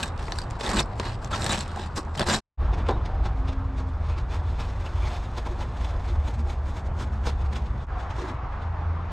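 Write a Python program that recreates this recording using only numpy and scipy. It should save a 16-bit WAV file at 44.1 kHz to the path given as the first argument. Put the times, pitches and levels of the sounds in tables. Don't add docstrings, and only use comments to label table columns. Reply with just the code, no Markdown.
import sys
import numpy as np
from scipy import signal
from scipy.fft import rfft, irfft
from scipy.io import wavfile
from scipy.ndimage import uniform_filter1d

SR = 44100
rng = np.random.default_rng(int(sys.argv[2]) if len(sys.argv) > 2 else 0)


def nominal_scale(level):
    x = np.asarray(level, float) / 20
    return 10 ** x


def dump_mix(stems):
    frames = np.atleast_2d(stems).T
    limited = np.clip(frames, -1, 1)
    pcm = np.round(limited * 32767).astype(np.int16)
    wavfile.write(sys.argv[1], SR, pcm)


N = 402187
CONTROL_STEP = 32

# start in seconds, end in seconds, level in dB, swell along the stroke in dB,
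# blade angle as brightness in dB.
NEAR_STROKES = [(0, 0.078, -40, -8.5, 4.5), (0.192, 0.432, -52, 2.5, 2.5), (0.499, 0.555, -58, 4.5, -4),
                (0.6, .635, -44, -8, 6.5), (0.636, 0.803, -38, 3.5, 1.5), (0.95, 0.989, -67, 14, 6),
                (1.004, 1.065, -48, 6.5, -3.5), (1.07, 1.143, -44, -8.5, -1), (1.221, 1.273, -51.5, -2, 2),
                (1.311, 1.362, -41.5, 4.5, 0.5), (1.378, 1.533, -42, 9.5, 4), (1.535, 1.628, -37, -7, 2.5),
                (1.649, 1.756, -53, 2, -4.5), (1.771, 1.87, -43.5, -6, -1.5),
                (1.968, 1.989, -35.5, -5.5, 7.5), (2.156, 2.159, -41, -19, 4),
                (2.178, 2.183, -36.5, -5.5, 3.5), (2.199, 2.224, -33, -0.5, -9.5),
                (2.268, 2.333, -33, 4.5, 4), (2.343, 2.372, -33, -3.5, 6.5), (2.38, 2.385, -34, 2, 2)]
FINGERS_DB, FINGERS_DULL_DB = -61, -2
HULL_DB, HULL_DB_PER_ANGLE_DB = 4.5, -0.023
# frequency in Hz, density in dB per Hz.
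BLADE_NEAR = [(900, -43), (1500, 0), (2000, -4), (2390, -7), (2700, -4.5), (3300, -9.5), (3820, -3),
              (5200, -8.5), (6340, -9), (7400, -7), (9300, -11), (9800, -16.5), (13000, -18), (16000, -27)]
# frequency in Hz, density in dB per Hz.
HULL = [(65, -29), (130, -4.5), (202, -3), (375, -8), (650, -5), (986, -5.5), (1930, -18.5), (3100, -46),
        (7000, -82.5)]
# frequency in Hz, width in Hz, level in dB.
BLADE_MODES = [(2020, 100, -21), (2770, 990, -5.5), (3520, 430, -7), (4240, 380, -7.5), (5090, 820, -6),
               (7300, 53, -14), (7660, 220, -11.5), (7900, 90, -9)]
# frequency in Hz, width in Hz, level in dB.
HULL_MODES = [(143.6, 17, -3.5), (166, 4.9, -8), (212.6, 12, -3), (366, 23, -3.5), (603, 16, -13.5),
              (830, 55, -18), (1290, 160, -12)]
# frequency in Hz, share from 0 to 1.
ANGLE_SHARE = [(4000, 0), (6500, 0.8)]

# frequency in Hz, density in dB per Hz.
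WASH = [(65, -25.5), (110, -4), (150, -13.5), (300, -20.5), (550, -22), (760, -18), (1130, -20),
        (1660, -29.5), (3000, -44), (5680, -56.5), (7500, -64.5), (9380, -84), (15700, -88.5)]
# frequency in Hz, density in dB per Hz.
RUMBLE = [(8, -59.5), (20, 8), (30, 18.5), (65, 13.5), (87, 15), (108, 5.5), (168, -8), (260, -56.5)]
# start in seconds, wash in dB, rumble in dB, low part of the wash in dB.
SPOTS = [
    (0, -43.5, -37.5, -0.5),
    (2.572, -41, -28.5, 1),
    (7.869, -38.5, -36.5, -5),
]
# time in seconds, level in dB.
HEAVY_TRAFFIC = [(0, 5.5), (2.1, 1.5), (2.3, 5.5), (2.6, 4), (3.2, 1), (3.8, -4), (5, -4), (7.8, -2.5),
                 (7.9, 1.5), (9.12, -0.5)]
WASH_SHARE = 0.67
LOW_WASH_HZ = 650

# start in seconds, length in seconds,
# frequency in Hz, glide in Hz per second, level in dB.
SWELLS = [
    (0, 0.273, 81.1, -7, -37.5),
    (.6, 0.39, 53.05, -1.5, -33),
    (.85, 0.37, 116.6, -5, -36),
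    (1.3, 0.31, 113.2, -4, -36.5),
    (1.5, 0.76, 81.8, -2.5, -37.5),
    (7.93, 0.11, 723, -4, -41.5),
    (8.4, 0.88, 164.1, 1.2, -48.5),
    (8.45, 0.99, 81.84, 1, -31.5),
]
# start in seconds, length in seconds, frequency in Hz,
# glide in Hz per second, level in dB.
DRONES = [
    (0.5, 0.91, 45, 0.84, -43),
    (1.26, 2.5, 81.67, -1.17, -43.5),
    (3, 4.1, 78.74, -0.9, -35.5),
    (2.56, 0.97, 54.4, 2.02, -30),
    (1.5, 1.905, 81, -1.49, -41.5),
    (3.5, 4.6, 54.6, 0.54, -32.5),
    (3.5, 2.855, 92, -0.796, -41.5),
    (6, 1.96, 71.8, -1.01, -32),
    (8, 1.3, 58, 0.5, -36),
    (8, 1, 83.6, -0.46, -38),
]
# start in seconds, length in seconds, frequency in Hz,
# glide in Hz per second, level in dB.
WHINE = [
    (3.33, .62, 268, -7, -42),
    (6.97, .3, 215, -10, -45),
    (7.5, .34, 210, -16, -46),
]

# start in seconds, length in seconds,
# frequency in Hz, level in dB.
GROANS = [(.28, 0.088, 328, -45), (.62, 0.29, 205, -34), (.64, .2, 364, -36.5), (.72, 0.17, 140, -31.5),
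          (1.4, 0.18, 169, -35), (1.42, 0.19, 330, -44.5), (1.74, 0.097, 333, -45),
          (1.95, 0.072, 1090, -33.5), (1.955, 0.053, 500, -36), (2.19, 0.055, 594, -29),
          (1.95, .08, 326, -35.5), (.02, 0.026, 230, -32.5), (2.26, .13, 550, -36.5),
          (2.27, 0.088, 1485, -35), (2.87, 0.13, 328, -37.5), (.645, 0.1, 1950, -35.5),
          (.72, 0.1, 283, -36.5), (1.755, 0.029, 810, -32), (2.3, 0.06, 1300, -33), (4.05, 0.17, 2470, -53),
          (4.57, 0.099, 2550, -48), (8.15, 0.23, 296, -43), (8.17, 0.11, 374, -36.5)]
# start in seconds, length in seconds,
# frequency in Hz, level in dB.
SQUEALS = [(0.658, 0.015, 3620, -33), (0.82, 0.017, 5200, -40), (.76, 0.022, 4200, -31),
           (0.787, .014, 3640, -23), (1.316, .04, 3480, -33.5), (1.318, 0.042, 1350, -27.5),
           (1.484, 0.046, 3800, -29.5), (1.588, 0.04, 4320, -38.5), (2.266, 0.026, 4000, -34),
           (2.272, 0.051, 4800, -33), (2.285, .045, 3700, -33), (2.31, 0.045, 7260, -29),
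           (2.325, 0.049, 3990, -30), (5.01, 0.06, 2290, -44), (4.85, .035, 2750, -46.5),
           (4.59, .04, 5400, -50), (5.05, 0.047, 2240, -43), (1.325, 0.034, 6500, -40.5),
           (2.176, 0.012, 3200, -35.5), (2.208, 0.02, 3370, -37), (0.38, 0.024, 4700, -48),
           (.24, .05, 4500, -51), (1.51, 0.028, 7680, -31), (.755, 0.03, 7800, -37)]
# start in seconds, #
# length in seconds, frequency in Hz, level in dB.
HUMS = [
    (3, .41, 774, -42.5),
    (2.89, .085, 3750, -53),
    (5.06, .2, 725, -43),
    (5.49, 0.064, 354, -38),
    (6.09, 0.062, 352, -42),
    (6.34, .15, 225, -40),
    (6.4, .12, 357, -47),
]
SQUEAL_WIDE, GROAN_WIDE, HUM_WIDE = 0.13, 0.22, 0.05
GRIT_DB = 3

# time in seconds, peak in dB, ring in Hz.
FLAKES = [(.0298, -14.5, 2900), (.032, -17, 8000), (.0345, -13.5, 2600), (.039, -25, 2500),
          (.0588, -31, 8000), (.079, -30, 7500), (.082, -36, 5200), (.2265, -31, 3300), (.2545, -36, 3500),
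          (.359, -32, 8500), (.3862, -15.5, 4490), (.405, -34, 4700), (.4165, -27, 4770),
          (.4346, -44, 6000), (.502, -38, 6000), (.5082, -25, 4580), (.6352, -38, 3500), (.6567, -32, 2000),
          (.6632, -20, 3650), (.68, -26, 3600), (.7, -19.5, 7800), (.706, -25, 2000), (.7175, -21, 1800),
          (.7148, -18, 5500), (.7352, -20, 7500), (.744, -19, 7300), (.76, -21, 7800), (.7694, -22.5, 3900),
          (.779, -26, 2800), (.786, -16.5, 7800), (.858, -42, 8000), (1.358, -29, 6500),
          (1.4138, -21, 7700), (1.42, -16, 3800), (1.443, -14.5, 8000), (1.4636, -10.5, 3950),
          (1.4929, -18.5, 7000), (1.5174, -15.5, 7900), (1.531, -15.5, 4500), (1.552, -28.5, 7500),
          (1.5892, -22, 7500), (1.6077, -18, 7300), (1.717, -36, 4000), (1.729, -45, 8000),
          (1.9609, -24.5, 5980), (2.03, -39.5, 5000), (2.05, -42, 6000), (2.175, -21, 3620),
          (2.183, -29, 4500), (2.208, -24, 4500), (2.216, -19.5, 3500), (2.229, -30.5, 8500),
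          (2.24, -33.5, 8500), (2.275, -21, 8300), (2.29, -17, 8500), (2.298, -21.5, 3000),
          (2.332, -18, 3800), (2.344, -14.5, 7500)]
# time in seconds, peak in dB, ring in Hz.
DIGS = [(.0807, -45, 2340), (.177, -33.5, 4640), (.282, -21.5, 1000), (.3212, -18, 4440),
        (.3577, -36, 2310), (.6095, -20.5, 3750), (.611, -21, 1300), (.692, -16.5, 5170),
        (.7931, -12, 3670), (.7965, -17, 7500), (.8015, -11, 4300), (.808, -17.5, 2500),
        (.8055, -17.5, 7500), (.9976, -11, 980), (.998, -15.5, 4100), (1.0058, -30, 1050),
        (1.032, -29, 1800), (1.068, -25.5, 1200), (1.2456, -26.5, 6400), (1.32, -29, 3300),
        (1.332, -21, 1355), (1.3405, -19.5, 1500), (1.347, -22, 2000), (1.6611, -29, 2100),
        (1.6786, -33.5, 7000), (1.7599, -22.5, 900), (1.7602, -32, 7450), (2.151, -25.5, 1800),
        (2.157, -32, 5000), (2.1944, -13.5, 4434), (2.1955, -20.5, 8300), (2.2722, -24.5, 5090)]
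# time in seconds, peak in dB, ring in Hz.
PINGS = [
    (.3215, -30, 4470),
    (.4165, -34, 4700),
    (5.035, -36, 2300),
]
# time in seconds, peak in dB, ring in Hz.
KNOCKS = [(2.886, -10, 724), (2.892, -12.5, 390), (2.909, -15, 610), (3.253, -33, 753), (5.371, -24, 760),
          (5.47, -25.5, 716), (7.269, -31, 1000), (8.18, -24.5, 350), (8.24, -34, 309), (8.3, -22, 280),
          (8.528, -37, 900)]

# peak in seconds, peak in dB, length in seconds.
BESIDE = [(2.742, -45, 0.034), (2.79, -46, 0.038), (2.89, -33.5, 0.015), (2.87, -52, .02),
          (2.909, -46, .03), (3.06, -45, 0.027), (3.259, -37, 0.022), (3.486, -44.5, 0.038),
          (3.53, -49, 0.016), (3.789, -46, 0.048), (4.098, -48.5, 0.091), (4.04, -56.5, .1),
          (4.187, -48, 0.045), (4.322, -46.5, .05), (4.344, -42.5, 0.061), (4.492, -50.5, 0.089),
          (4.605, -43, 0.061), (4.663, -50.5, 0.18), (4.866, -47.5, 0.062), (4.97, -56, 0.1),
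          (5.071, -45.5, 0.22), (5.148, -46.5, 0.075), (5.38, -41.5, 0.042), (5.467, -42.5, 0.028),
          (5.61, -44.5, 0.056), (5.77, -51, .03), (5.819, -48.5, 0.067), (5.848, -45.5, 0.038),
          (5.897, -50, .06), (6.088, -50.5, 0.11), (6.282, -46, 0.075), (6.396, -46.5, 0.023),
          (6.501, -45, 0.057), (6.686, -50.5, 0.089), (6.772, -46.5, 0.054), (7.011, -42, 0.06),
          (7.273, -36.5, 0.047), (7.406, -56, 0.11), (7.565, -43, 0.045)]
# peak in seconds, peak in dB, length in seconds.
ASTERN = [
    (8.008, -50, 0.072),
    (8.11, -53, 0.045),
    (8.199, -45, 0.097),
    (8.287, -48, 0.068),
    (8.527, -60, 0.1),
    (8.623, -54, 0.06),
    (8.79, -65, 0.42),
]
# peak in seconds, peak in dB, length in seconds.
PICKS = [(3.39, -58, 0.077), (3.1, -63, .03), (3.598, -62, .03), (3.65, -59, .03), (3.89, -56, 0.04),
         (4.81, -52, 0.12), (4.935, -60, 0.035), (5.242, -50.5, 0.044), (5.515, -52.5, 0.054),
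         (6.344, -49, 0.02), (6.864, -55, 0.048), (7.142, -56.5, 0.093), (7.462, -57, 0.053),
         (7.531, -45.5, 0.024), (7.622, -53, 0.015), (7.66, -54.5, 0.046), (7.412, -56, 0.026),
         (7.78, -59, .015), (7.83, -56, 0.06)]
PICK_BRIGHT_DB = 0.5
RISE_SHARE = 0.44
# time in seconds, level in dB, brightness of the pushes in dB.
BRUSH = [(2.57, -56.5, -8.5), (3.7, -66, -2.5), (3.9, -65, -3), (4.2, -65, -4), (5.1, -59.5, -1),
         (6, -57, -1), (6.4, -64, 1.5), (7, -75, 2), (7.8, -62, -2.5), (8.3, -87, 0.5), (8.5, -84, -12),
         (9.09, -64, -6), (9.12, -51, -2)]
# frequency in Hz, density in dB per Hz.
BLADE_FAR = [(900, -32.5), (1500, -6), (2290, -0.5), (3600, -2.5), (4960, -6), (6490, -7.5), (8050, -12),
             (9600, -16.5), (12000, -17.5), (16000, -12.5)]
# time in seconds, top octave in dB.
AIR = [(2.57, -12), (3.3, -8), (3.9, -5), (4.6, 1), (6.2, -0.5), (7.5, 0.5), (7.9, -4.5), (9.0, -3)]

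NEAR_ECHO_DB, FAR_ECHO_DB = -12, -9
# frequency in Hz, level in dB.
SIDE_SPECTRUM = [(60, -47), (180, -37.5), (320, -15.5), (550, -12), (970, -7), (1690, -7), (2940, -4.5),
                 (5120, -10), (8930, -15.5), (13000, -12.5)]
# time in seconds, level in dB.
STEREO_OPENING = [(0, -1), (2.45, -2.5), (2.5, -75), (5.8, -39), (6.2, -23), (6.9, -9.5), (7.3, -3.5),
                  (7.9, -3), (9.12, -1)]
AIRY_SIDE_DB = -6
# frequency in Hz, gain in dB.
MICROPHONE = [(30, 0.5), (8500, -2), (10200, -7), (13000, -12), (14000, -20.5), (15700, -23.5),
              (16300, -87)]
# frequency in Hz, threshold in dB.
GATE = [(7000, -69), (9500, -54.5), (12000, -44), (13500, -46), (16000, -44)]
# time in seconds, gain from 0 to 1.
FADES = [(0, 1), (2.362, 1), (2.407, 0), (2.574, 0), (2.62, 1), (7.825, 1), (7.866, .15), (7.905, 1),
         (9.12, 1)]
LIMIT = 0.85


def evened(x):
    return x / np.sqrt(np.mean(x ** 2) + 1e-20)


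def band_evened(x, lo_hz, hi_hz):
    hz, z = np.fft.rfftfreq(len(x), 1 / SR), rfft(x)
    band = (hz > lo_hz) & (hz < hi_hz)
    return x * len(x) / np.sqrt(2 * np.sum(abs(z[band]) ** 2))


def read(points, hz):
    f, value = np.transpose(points)
    return np.interp(np.log(hz + 1), np.log(f + 1), value)


def curve(table, column=1):
    rows = np.asarray(table, float)
    return np.interp(np.arange(N) / SR, rows[:, 0], rows[:, column])


def wander(count, smooth_s):
    size = max(int(smooth_s * SR / CONTROL_STEP), 1)
    coarse = rng.standard_normal(count // CONTROL_STEP + 2)
    coarse = uniform_filter1d(uniform_filter1d(coarse, size), size)
    return np.interp(np.arange(count) / CONTROL_STEP, np.arange(len(coarse)), evened(coarse))


def coloured(x, points):
    gain_db = np.maximum(read(points, abs(np.fft.fftfreq(8192, 1 / SR))), -100)
    log_gain = np.log(nominal_scale(gain_db))
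    taps = np.fft.ifft(np.exp(np.conj(signal.hilbert(log_gain)))).real[:4096]
    taps = taps.reshape((1,) * (x.ndim - 1) + (-1,))
    return signal.oaconvolve(x, taps, axes=-1)[..., :x.shape[-1]]


def resonate(x, hz, width_hz):
    turn = np.exp(2j * np.pi * np.cumsum(hz * np.ones(len(x))) / SR)
    r = np.exp(-np.pi * width_hz / SR)
    return 2 * (turn * signal.lfilter([1 - r], [1, -r], x / turn)).real


def blend(levels_db, bright_db):
    power = nominal_scale(2 * levels_db) + 1e-20
    total = power.sum(0)
    bright = np.asarray(bright_db) @ power / total
    return np.repeat(np.sqrt(total), CONTROL_STEP)[:N], np.repeat(bright, CONTROL_STEP)[:N]


def near_strokes(rise_s, fall_s):
    t = np.arange(0, N, CONTROL_STEP) / SR
    start, end, db, swell_db, bright_db = np.transpose(NEAR_STROKES)[:, :, None]
    along = np.clip((t - start) / (end - start), 0, 1)
    edges_db = 10 * (np.minimum(t - start, 0) / rise_s + np.minimum(end - t, 0) / fall_s)
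    levels_db = np.vstack([db + along * swell_db + edges_db, FINGERS_DB + 0 * t])
    level, bright_db = blend(levels_db, np.append(bright_db, FINGERS_DULL_DB))
    return level, HULL_DB + HULL_DB_PER_ANGLE_DB * bright_db, bright_db


def body(x, modes, drift, ring_db):
    rings = 0
    for hz, width_hz, db in modes:
        presence = nominal_scale(db + 4.9 * wander(len(x), 0.028))
        rings = rings + presence * resonate(x, hz * (1 + drift * wander(len(x), 0.1)), width_hz)
    return x + nominal_scale(ring_db) * rings


def scraper(strokes, span, blade, slips_per_s, size_db, chatter_db, chatter_s, ring_db, boom_db, air):
    level, hull_db, bright_db = (c[span] for c in strokes)
    count, out = len(level), np.zeros(N)
    sizes = nominal_scale(size_db * np.minimum(rng.exponential(1, count), 4)) * rng.choice([-1., 1.], count)
    happens = rng.random(count) < slips_per_s / SR
    slips = evened(sizes * happens * nominal_scale(chatter_db * wander(count, chatter_s)))
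    slips = slips / np.sqrt(uniform_filter1d(slips ** 2, size=2000) + .02)
    steel = band_evened(coloured(body(slips, BLADE_MODES, .035, ring_db), blade), 2500, 9500)
    share = np.clip(read(ANGLE_SHARE, np.fft.rfftfreq(count, 1 / SR)), 0, 1)
    treble = irfft(rfft(steel) * share, count)
    fizz = signal.sosfilt(signal.butter(4, 9800, "high", fs=SR, output="sos"), steel)
    steel = steel + nominal_scale(bright_db) * (nominal_scale(air * bright_db) - 1) * fizz
    hull = band_evened(coloured(body(slips, HULL_MODES, .03, boom_db), HULL), 300, 1700)
    out[span] = level * (steel + (nominal_scale(bright_db) - 1) * treble + nominal_scale(hull_db) * hull)
    return out


def field(points, patchy_db, flicker_db):
    frames = N // 256 + 6
    a, b, patches = rng.standard_normal((frames, 513, 3)).T
    patches = evened(uniform_filter1d(uniform_filter1d(patches, 10, 0), 14, 1))
    z = (a + 1j * b) * nominal_scale(patchy_db * patches)
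    flat = signal.istft(z, nperseg=1024, noverlap=768)[1][:N]
    return coloured(flat * nominal_scale(flicker_db * wander(N, 0.037)), points)


def traffic():
    start, wash_db, rumble_db, low_db = np.transpose(SPOTS)
    spot = np.searchsorted(start, np.arange(N) / SR, "right") - 1
    heavy_db = curve(HEAVY_TRAFFIC)
    wash = nominal_scale(wash_db[spot] + WASH_SHARE * heavy_db) * band_evened(field(WASH, 1.3, 0.6), 500, 1600)
    low = signal.sosfiltfilt(signal.butter(2, LOW_WASH_HZ, fs=SR, output="sos"), wash)
    wash = wash + (nominal_scale(low_db[spot]) - 1) * low
    return wash + nominal_scale(rumble_db[spot] + heavy_db) * evened(field(RUMBLE, 0.5, 1.6))


def engines(tones, edge, waver_db):
    out = np.zeros(N)
    for s, length_s, hz, glide, db in tones:
        t = np.arange(0, length_s, 1 / SR)
        turns = np.cumsum((hz + glide * t) * (1 + 0.0051 * wander(len(t), 0.047))) / SR
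        level = nominal_scale(db + waver_db * wander(len(t), 0.082)) * signal.windows.tukey(len(t), edge)
        part = out[round(s * SR):][:len(t)]
        part += (np.sqrt(2) * level * np.sin(2 * np.pi * turns))[:len(part)]
    return out


def rubbed(events, wide):
    out = np.zeros(N)
    for (s, length_s, hz, db), rub in zip(events, rng.standard_normal((len(events), 20000))):
        count = int(length_s * SR)
        rub = rub * nominal_scale(GRIT_DB * wander(len(rub), .002))
        tone = resonate(resonate(rub, hz, wide * hz), hz, wide * hz)
        out[round(s * SR):][:count] += nominal_scale(db) * evened(tone[-count:]) * np.hanning(count)
    return out


def hits(events, crack_s, crack_db, ring_db, ring_t60_s, thud_t60_s, thud_db, reach, wide):
    out, t = np.zeros(N + SR), np.arange(6000) / SR
    grit, shakes, push = rng.standard_normal((len(events), 3, len(t))).transpose(1, 0, 2)
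    cracks, thuds = coloured(grit * np.exp(-t / crack_s), BLADE_NEAR), coloured(push, HULL)
    onset = np.minimum(t / 0.00085, 1)
    for (s, db, hz), crack, shake, thud in zip(events, cracks, shakes, thuds):
        dulling = signal.butter(2, min(reach * hz, .45 * SR), fs=SR)
        crack = nominal_scale(crack_db) * signal.lfilter(*dulling, crack)
        ring = evened(resonate(resonate(shake, hz, wide * hz), hz, wide * hz))
        ring = nominal_scale(ring_db - 60 * t / ring_t60_s) * ring
        thud = nominal_scale(thud_db - 60 * t / thud_t60_s) * evened(thud)
        out[round(s * SR):][:len(t)] += nominal_scale(db) * (crack + (ring + thud) * onset)
    return out[:N]


def echoes(x, t60_s, length_s):
    count = int(length_s * SR) // 20
    taps = np.zeros(count * 20)
    taps[np.arange(count) * 20 + rng.integers(0, 20, count)] = rng.choice([-1., 1.], count)
    taps *= nominal_scale(-60 * np.arange(len(taps)) / SR / t60_s)
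    return signal.oaconvolve(x, taps / np.linalg.norm(taps))[:N]


def near_work():
    near = scraper(near_strokes(rise_s=0.0062, fall_s=0.016), slice(0, 110000), BLADE_NEAR,
                   slips_per_s=4000, size_db=3.2, chatter_db=1.8, chatter_s=0.003,
                   ring_db=8.1, boom_db=7.7, air=.1)
    near += hits(FLAKES, crack_s=0.0015, crack_db=2.9, ring_db=-6.5, ring_t60_s=0.012,
                 thud_t60_s=0.048, thud_db=-22.5, reach=7.0, wide=0.18)
    near += hits(DIGS, crack_s=0.0008, crack_db=6.3, ring_db=-6.5, ring_t60_s=0.017,
                 thud_t60_s=0.047, thud_db=-9.5, reach=2.4, wide=0.47)
    near += rubbed(SQUEALS, SQUEAL_WIDE) + rubbed(GROANS, GROAN_WIDE)
    return near + nominal_scale(NEAR_ECHO_DB) * echoes(near, 0.074, .2)


def scattered(x):
    turn = 2 * np.pi * 3.1 * np.arange(N) / SR
    return sum(np.sqrt(2 / 3) * np.cos(turn + k * np.pi / 3) * echoes(x, 0.037, .08) for k in range(3))


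def far_strokes(hull_db):
    t = np.arange(0, N, CONTROL_STEP) / SR
    pushes = BESIDE + ASTERN
    s, peak_db, length_s = np.transpose(pushes + PICKS)[:, :, None]
    away = np.maximum((s - t) / RISE_SHARE, (t - s) / (1 - RISE_SHARE)) / length_s
    extra_db = [0] * len(pushes) + [PICK_BRIGHT_DB] * len(PICKS) + [0]
    level, bright_db = blend(np.vstack([peak_db - 10 * away, curve(BRUSH)[::CONTROL_STEP]]), extra_db)
    level = level * (np.arange(N) / SR > BRUSH[0][0])
    return level, hull_db - .5 * bright_db, curve(BRUSH, 2) + bright_db


def far_work():
    far = scraper(far_strokes(hull_db=5.9), slice(N - 290000, N), BLADE_FAR,
                  slips_per_s=9000, size_db=2.48, chatter_db=1.65, chatter_s=0.014,
                  ring_db=-1.5, boom_db=-2.0, air=0.5)
    far += hits(KNOCKS, crack_s=0.0023, crack_db=-14.0, ring_db=-10.5, ring_t60_s=0.12,
                thud_t60_s=0.14, thud_db=-15.5, reach=12., wide=0.58)
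    far += hits(PINGS, crack_s=.001, crack_db=-30.0, ring_db=-6.0, ring_t60_s=0.07,
                thud_t60_s=.14, thud_db=-40, reach=4., wide=0.04)
    top = signal.sosfiltfilt(signal.butter(3, 10500, "high", fs=SR, output="sos"), far)
    far = far + (nominal_scale(curve(AIR)) - 1) * top
    return far + nominal_scale(FAR_ECHO_DB) * echoes(far, 0.078, .2)


def scene():
    motors = engines(SWELLS, 0.65, 2.1) + engines(DRONES, 0.069, 2.97) + engines(WHINE, 0.2, 0.55)
    mid = near_work() + traffic() + motors + rubbed(HUMS, HUM_WIDE) + far_work()
    side = coloured(scattered(mid), SIDE_SPECTRUM) * nominal_scale(curve(STEREO_OPENING))
    return np.array([mid + side, mid - side])


def gated(x):
    hz, _, z = signal.stft(x, SR, nperseg=1024)
    power = abs(uniform_filter1d(abs(z) ** 2, size=15, axis=0))
    band_db = 10 * np.log10(power + 1e-20) + 60
    return signal.istft(z * (band_db > read(GATE, hz)[:, None]), SR, nperseg=1024)[1][:N]


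def top_cut(x):
    return signal.sosfilt(signal.butter(12, 15720, fs=SR, output="sos"), x)


def record(dry):
    mid, side = (gated(coloured(v, MICROPHONE)) for v in (dry[0] + dry[1], dry[0] - dry[1]))
    airy = signal.sosfilt(signal.butter(12, 11800, "high", fs=SR, output="sos"), scattered(mid))
    side = side + nominal_scale(AIRY_SIDE_DB) * airy
    faded = np.array([mid + side, mid - side]) / 2 * np.clip(curve(FADES), .001, 1)
    return top_cut(LIMIT * np.tanh(faded / LIMIT))


dry = scene()
out = record(dry)
dump_mix(out)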